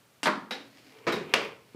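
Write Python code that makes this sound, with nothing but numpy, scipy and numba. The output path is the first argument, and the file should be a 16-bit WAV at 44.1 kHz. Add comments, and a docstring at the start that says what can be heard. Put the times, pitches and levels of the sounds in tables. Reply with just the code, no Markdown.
"""Clinks, clacks, scrapes and slaps echo in a hallway over a soft hiss and a low hum.
A mop is pulled through a metal safety gate in a hallway with a wooden floor. Its hollow handle clinks
on the bars and jolts the gate in its latch; the plastic head drags, tips over and slaps down.
Each blow is a click, a short clatter and the ring of the thing struck, with the hallway's echo.
Dragging is a crowd of tiny random slips; hiss is filtered noise and hum is a wavering sine."""
import sys
import numpy as np
from scipy import signal
from scipy.fft import rfft, irfft, next_fast_len
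from scipy.io import wavfile
from numba import njit

SR = 44100
rng = np.random.default_rng(int(sys.argv[2]) if len(sys.argv) > 2 else 0)


def output_pcm(signal):
    """Save a mono or channel-first signal as 16-bit PCM at the path in sys.argv[1].

    Samples are clipped to [-1, 1] before scaling.
    """
    pcm = np.clip(np.atleast_2d(signal).T, -1, 1) * 32767
    wavfile.write(sys.argv[1], SR, np.round(pcm).astype(np.int16))


N = 77175  # length in samples

# Colour of the mop head on the floor, for slaps and drag ticks: [f/Hz, level/dB]
FLOOR_COLOUR = [(40, -38), (125, -11), (190, -2), (300, -3), (500, 1.5), (750, -1), (1050, -1.5),
                (1700, -2), (2400, 1), (3300, -1.5), (4100, -8.5), (4700, -6.5), (7000, -18.5),
                (11000, -26), (16000, -35)]
# Ringing tones of the same contact: [f/Hz, level/dB, time to fall 60 dB/s]
FLOOR_MODES = [(192, -3, .45), (305, -6, .42), (465, -1, .48), (553, -1, .42), (608, -1, .4),
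               (923, -8, .33), (1127, -9, .4), (1461, -9, .42), (1979, -7, .33), (2262, -4, .32),
               (2369, -4, .35), (2660, -4, .31), (2797, -4, .26), (3284, -6, .3)]

BASS_HZ, TREBLE_HZ = 390, 6900  # corners of the bass and treble shelves
ROOM_BUILD_S, RING_BUILD_S = 0.0037, 0.0024  # how gently echo and ring swell up
WAVER_PER_S, WAVER_DB, WAVER_RAD = 45, 3, .5  # new random values per second, and their spread
GRAINS_PER_S, GRAIN_SPREAD_DB = 1200, 3.5  # slips per second and how uneven they are
AIR_DB = -62.5  # rms level of the hiss
HUM_DB, HUM_HZ = -72, 121  # peak level of the hum before it wavers, and its pitch
DUCK_ABOVE_DB, DUCK_SLOPE, DUCK_ATTACK_S, DUCK_RELEASE_S = -26.5, 0.35, 0.0067, 0.29
TOP_HZ = 15500


def undb(db):
    """Turn decibels into a plain factor."""
    return 10 ** (np.asarray(db) / 20)


def unit(x):
    """Scale to rms 1."""
    return x / np.sqrt(np.mean(x ** 2))


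def on_log(points, hz):
    """Read a table between its points on a log-frequency axis."""
    f, v = np.array(points, float).T
    return np.interp(np.log(np.maximum(hz, 1)), np.log(f), v)


def colour(x, points, bass_db=0, treble_db=0):
    """Causal filter of unit power with the given spectrum, then a bass and a treble shelf."""
    size = next_fast_len(2 * N)
    hz = np.fft.rfftfreq(size, 1 / SR)
    bass_shelf = bass_db / (1 + (hz / BASS_HZ) ** 4)
    treble_shelf = treble_db * (1 - 1 / (1 + (hz / TREBLE_HZ) ** 4))
    strength = unit(undb(on_log(points, hz))) * undb(bass_shelf + treble_shelf)
    # Folding the cepstrum gives minimum phase: the filter answers at once, never early
    cepstrum = irfft(np.log(strength), size)
    cepstrum[1:size // 2] *= 2
    cepstrum[size // 2 + 1:] = 0
    return irfft(rfft(x, size) * np.exp(rfft(cepstrum)), size)[:N]


def echo():
    """The hallway's diffuse answer from one spot, of unit energy: noise dying at a pace set by pitch."""
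    # How long the hallway rings in each band: [f/Hz, time to fall 60 dB/s]
    room_t60 = [(100, 0.79), (250, 0.47), (500, 0.42), (1200, 0.44), (2500, 0.35), (5000, 0.35),
                (8000, 0.33), (14000, 0.18)]
    t, hz = np.arange(N) / SR, np.fft.rfftfreq(N, 1 / SR)
    noise = rfft(rng.standard_normal(N))
    out = np.zeros(N)
    for k, (_, t60) in enumerate(room_t60):
        # Each band fades into its neighbours
        share = on_log([(f, j == k) for j, (f, _) in enumerate(room_t60)], hz)
        out += irfft(noise * share, N) * np.exp(-np.log(1000) * t / t60)
    out *= 1 - np.exp(-t / ROOM_BUILD_S)
    return out / np.linalg.norm(out)


def ringing(modes):
    """Dying tones; overlapping reflections make each one waver in level and phase."""
    t = np.arange(int(.8 * SR)) / SR
    knots, out = np.arange(0, 1, 1 / WAVER_PER_S), np.zeros(N)
    for hz, db, t60 in modes:
        swell = np.interp(t, knots, rng.standard_normal(len(knots)))
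        shift = np.interp(t, knots, rng.standard_normal(len(knots)))
        phase = 2 * np.pi * (hz * t + rng.random()) + WAVER_RAD * shift
        fade = np.exp(-np.log(1000) * t / t60) * (1 - np.exp(-t / RING_BUILD_S))
        out[:len(t)] += undb(db + WAVER_DB * swell) * np.sin(phase) * fade
    return out


def blows(rows, spectrum, modes, click_db, clatter_db, clatter_s, ring_db, room_db):
    """Blows on one thing: contact click, quickly dying clatter, ringing tones and echo."""
    t, out = np.arange(N) / SR, np.zeros(N)
    for start, db, bass_db, treble_db, extra_ring_db in rows:
        clatter = rng.standard_normal(N) * np.exp(-t / clatter_s)
        hit = undb(clatter_db) * clatter / np.linalg.norm(clatter)
        hit += undb(room_db) * echo()
        hit[0] += undb(click_db)  # the click is a single sample
        ring = undb(ring_db + extra_ring_db) * ringing(modes)
        # A flat spectrum leaves only the shelves at work
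        sound = colour(colour(hit, spectrum) + ring, [(1, 0)], bass_db, treble_db)
        i = min(int(start * SR), N - 1)
        out[i:] += undb(db) * sound[:N - i]
    return out


def rub(curve, spectrum):
    """Tiny slips of uneven size, smeared by the hallway, following a loudness curve."""
    happens = rng.random(N) < GRAINS_PER_S / SR
    size = undb(GRAIN_SPREAD_DB * np.minimum(rng.exponential(size=N), 4))
    slips = happens * rng.standard_normal(N) * size
    smeared = signal.fftconvolve(slips, echo())[:N]
    heard = unit(colour(slips + smeared, spectrum))
    # Nearly silent before the curve starts
    return heard * undb(np.interp(np.arange(N) / SR, *np.array(curve).T, left=-100))


def room_tone():
    """Soft indoor hiss from filtered noise, and a low hum from a sine of wavering strength."""
    # Colour of the hiss: [f/Hz, level/dB]
    air_colour = [(25, -31), (55, -24), (90, -16), (120, -2), (160, -9.5), (400, -13), (550, -11),
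                  (760, -17), (1400, -17), (2000, -19.5), (2600, -19.5), (6000, -25.5), (11000, -27.5),
                  (15500, -30)]
    t = np.arange(N) / SR
    hiss = undb(AIR_DB) * unit(colour(rng.standard_normal(N), air_colour))
    waver = unit(colour(rng.standard_normal(N), [(6, -11), (30, -74), (200, -120)]))
    hum = undb(HUM_DB) * (1 + 0.13 * waver) * np.sin(2 * np.pi * HUM_HZ * t)
    return hiss + hum


def latch_clacks():
    """The gate's latch clacks: short bright ringing tones after a very brief clatter."""
    # Blows: [t/s, level/dB, extra bass/dB, extra treble/dB, extra ring/dB]
    clacks = [(.2315, -5, -0.5, -2.5, -1.5), (.2372, -16, 7.5, 10, -16)]
    # Colour of the latch: [f/Hz, level/dB]
    latch_colour = [(50, -39), (130, -20), (220, 9.5), (550, -8), (900, -2), (1500, -1), (2000, -7),
                    (2800, -4.5), (3700, -6.5), (4800, -5), (6400, -10.5), (9000, -13), (12000, -21),
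                    (16000, -43)]
    # Ringing tones: [f/Hz, level/dB, time to fall 60 dB/s]
    latch_modes = [(872, -7, .2), (1516, -8, .1), (2110, -9, .1), (2694, 0, .08), (2830, 0, .06),
                   (4698, -3, .07), (5000, -3, .05), (8400, -9, .05)]
    return blows(clacks, latch_colour, latch_modes, click_db=-16.5, clatter_db=0.5,
                 clatter_s=0.0017, ring_db=-22.5, room_db=3)


def gate_jolts():
    """The metal gate is jolted in its latch: a longer clatter and many lower ringing tones."""
    # Blows: [t/s, level/dB, extra bass/dB, extra treble/dB, extra ring/dB]
    jolts = [(.2575, 2, -15.5, -1, -6.5), (.2695, 2.95, -2, 3, 1), (.2795, -0.15, 9, -12, -11)]
    # Colour of the gate: [f/Hz, level/dB]
    gate_colour = [(50, -38), (110, -33), (190, 0), (350, 1), (650, -6.5), (1100, -0.5), (1700, -3),
                   (2800, -12), (4500, -15.5), (7000, -35.5), (16000, -41)]
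    # Ringing tones: [f/Hz, level/dB, time to fall 60 dB/s]
    gate_modes = [(183, -5, .32), (220, -1, .3), (265, 0, .3), (306, -1, .32), (608, -2, .3),
                  (934, -4, .48), (999, 0, .36), (1092, 0, .34), (1207, -4, .38), (1378, -3, .28),
                  (1520, -4, .3), (1698, -3, .24), (1991, -9, .27), (2133, -5, .25)]
    return blows(jolts, gate_colour, gate_modes, click_db=-6, clatter_db=3.5,
                 clatter_s=0.0079, ring_db=-31, room_db=0.5)


def handle_clinks():
    """The hollow handle clinks on the bars, ringing in tones from low to very high."""
    # Blows: [t/s, level/dB, extra bass/dB, extra treble/dB, extra ring/dB]
    clinks = [(.5088, -5, -7, -1, 0.5), (.519, -11.5, 6.5, -5, -2), (.532, -18.5, 1, 1, -21.5),
              (1.1225, -10.5, -14, 10.5, 4)]
    # Colour of the handle: [f/Hz, level/dB]
    handle_colour = [(50, -26), (120, -14.5), (230, 6.5), (520, 3.5), (1050, -2), (1500, 1), (2800, 1),
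                     (3450, -1), (3820, 5), (4200, -1.5), (5200, -5.5), (7000, -17.5), (12000, -22),
                     (16000, -29)]
    # Ringing tones: [f/Hz, level/dB, time to fall 60 dB/s]
    handle_modes = [(277, -3, .58), (507, -5, .35), (773, 0, .3), (812, -1, .28), (894, -4, .3),
                    (1435, -3, .2), (1717, -3, .22), (2079, -3, .22), (2410, -6, .26), (3753, -4, .32),
                    (3823, 1, .22), (3877, 4, .1), (5451, -11, .2), (12400, -25, .14)]
    return blows(clinks, handle_colour, handle_modes, click_db=-8, clatter_db=-1,
                 clatter_s=0.0075, ring_db=-33, room_db=0)


def head_slide():
    """The plastic head drags along: many tiny slips that swell and fade."""
    # Loudness of the drag: [t/s, level/dB]
    slide_curve = [(.62, -68), (.74, -60), (.78, -58), (.86, -57.5), (.93, -60), (.99, -64.5), (1.05, -68)]
    # Colour of the drag: [f/Hz, level/dB]
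    slide_colour = [(100, -42), (260, 3), (420, -10), (750, -8.5), (1000, -21), (1400, -14), (2300, -8.5),
                    (3500, -16.5), (4500, -10.5), (6000, -20.5), (9000, -28), (15000, -33.5)]
    return rub(slide_curve, slide_colour)


def drag_ticks():
    """Faint ticks as the head drags: small blows with the colour and tones of the slaps."""
    # Blows: [t/s, level/dB, extra bass/dB, extra treble/dB, extra ring/dB]
    ticks = [(.772, -30, -3, 6, 0), (.783, -28.5, -6, 1.5, 0.0058), (.922, -31.5, -1, 2, 0),
             (.987, -29.5, 0, 0, 0)]
    return blows(ticks, FLOOR_COLOUR, FLOOR_MODES, click_db=-10, clatter_db=-1.5,
                 clatter_s=0.0034, ring_db=-46, room_db=-7.5)


def shell_judder():
    """The head's shell rubs: tiny slips with a loudness and colour of their own."""
    # Loudness of the rubbing: [t/s, level/dB]
    judder_curve = [(.8, -81), (.95, -55.5), (1.05, -56), (1.28, -45.5), (1.45, -36.5), (1.6, -59),
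                    (1.7, -63)]
    # Colour of the rubbing: [f/Hz, level/dB]
    judder_colour = [(100, -58), (300, -7), (430, 3.5), (620, -15.5), (1000, -5), (1500, -19.5),
                     (2400, -9.5), (6000, -38)]
    return rub(judder_curve, judder_colour)


def head_knocks():
    """The plastic head knocks: a longer clatter and mostly low ringing tones."""
    # Blows: [t/s, level/dB, extra bass/dB, extra treble/dB, extra ring/dB]
    knocks = [(1.0682, -0.5, -3.5, -7.5, -1), (1.0745, 0, -2, 0, -8.5), (1.0815, -3.5, -1, 0, -10.5),
              (1.091, -6.5, -1, -8, -4), (1.126, -4, 5.5, 6, -7.5), (1.157, -11, 4, -10, -19),
              (1.747, -30, 28, -1, -15)]
    # Colour of the head: [f/Hz, level/dB]
    head_colour = [(50, -38), (125, -16.5), (160, -8.5), (260, -3), (400, 2.5), (780, -12.5), (1250, -10),
                   (1750, -11), (2400, -12), (3100, -17), (4500, -20), (7000, -31), (10000, -44),
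                   (16000, -47)]
    # Ringing tones: [f/Hz, level/dB, time to fall 60 dB/s]
    head_modes = [(149, -13, .6), (349, -6, .42), (419, 0, .44), (462, -8, .4), (550, -8, .39),
                  (666, -8, .33), (995, -12, .35), (1034, -10, .38), (1236, -11, .3), (1290, -10, .3),
                  (1438, -15, .35), (1838, -17, .4), (2033, -15, .34), (2267, -13, .35)]
    return blows(knocks, head_colour, head_modes, click_db=-14, clatter_db=-1.5,
                 clatter_s=0.011, ring_db=-23, room_db=2)


def head_slaps():
    """The head slaps down: blows in very close succession, with a strong click and brief clatter."""
    # Blows: [t/s, level/dB, extra bass/dB, extra treble/dB, extra ring/dB]
    slaps = [(1.3385, 5.94, -1.9, -5.5, -1), (1.3402, 5, -1.2, 1.5, 0), (1.3423, 0.39, 3.8, -10, -21)]
    return blows(slaps, FLOOR_COLOUR, FLOOR_MODES, click_db=-4, clatter_db=2.5,
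                 clatter_s=0.0028, ring_db=-37.5, room_db=-1.5)


def scene():
    """Add up all the sounds into one channel."""
    gate_sounds = latch_clacks() + gate_jolts() + handle_clinks()
    drag_sounds = head_slide() + drag_ticks() + shell_judder()
    head_blows = head_knocks() + head_slaps()
    return (room_tone() + gate_sounds + drag_sounds + head_blows)[None]


@njit
def follow(x, attack, release):
    """Track the level, rising fast and falling slowly."""
    out, level = np.empty(len(x)), 1e-6
    for i in range(len(x)):
        size = abs(x[i])
        level += (size - level) * (attack if size > level else release)
        out[i] = level
    return out


def record(dry):
    """The recorder's gain control dips after loud blows; the top is cut."""
    level = follow(dry[0], 1 / (DUCK_ATTACK_S * SR), 1 / (DUCK_RELEASE_S * SR))
    gain = np.maximum(level / undb(DUCK_ABOVE_DB), 1) ** -DUCK_SLOPE
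    top_cut = signal.ellip(10, .2, 70, TOP_HZ, fs=SR, output="sos")
    return signal.sosfilt(top_cut, dry * gain)


dry = scene()
out = record(dry)
output_pcm(out)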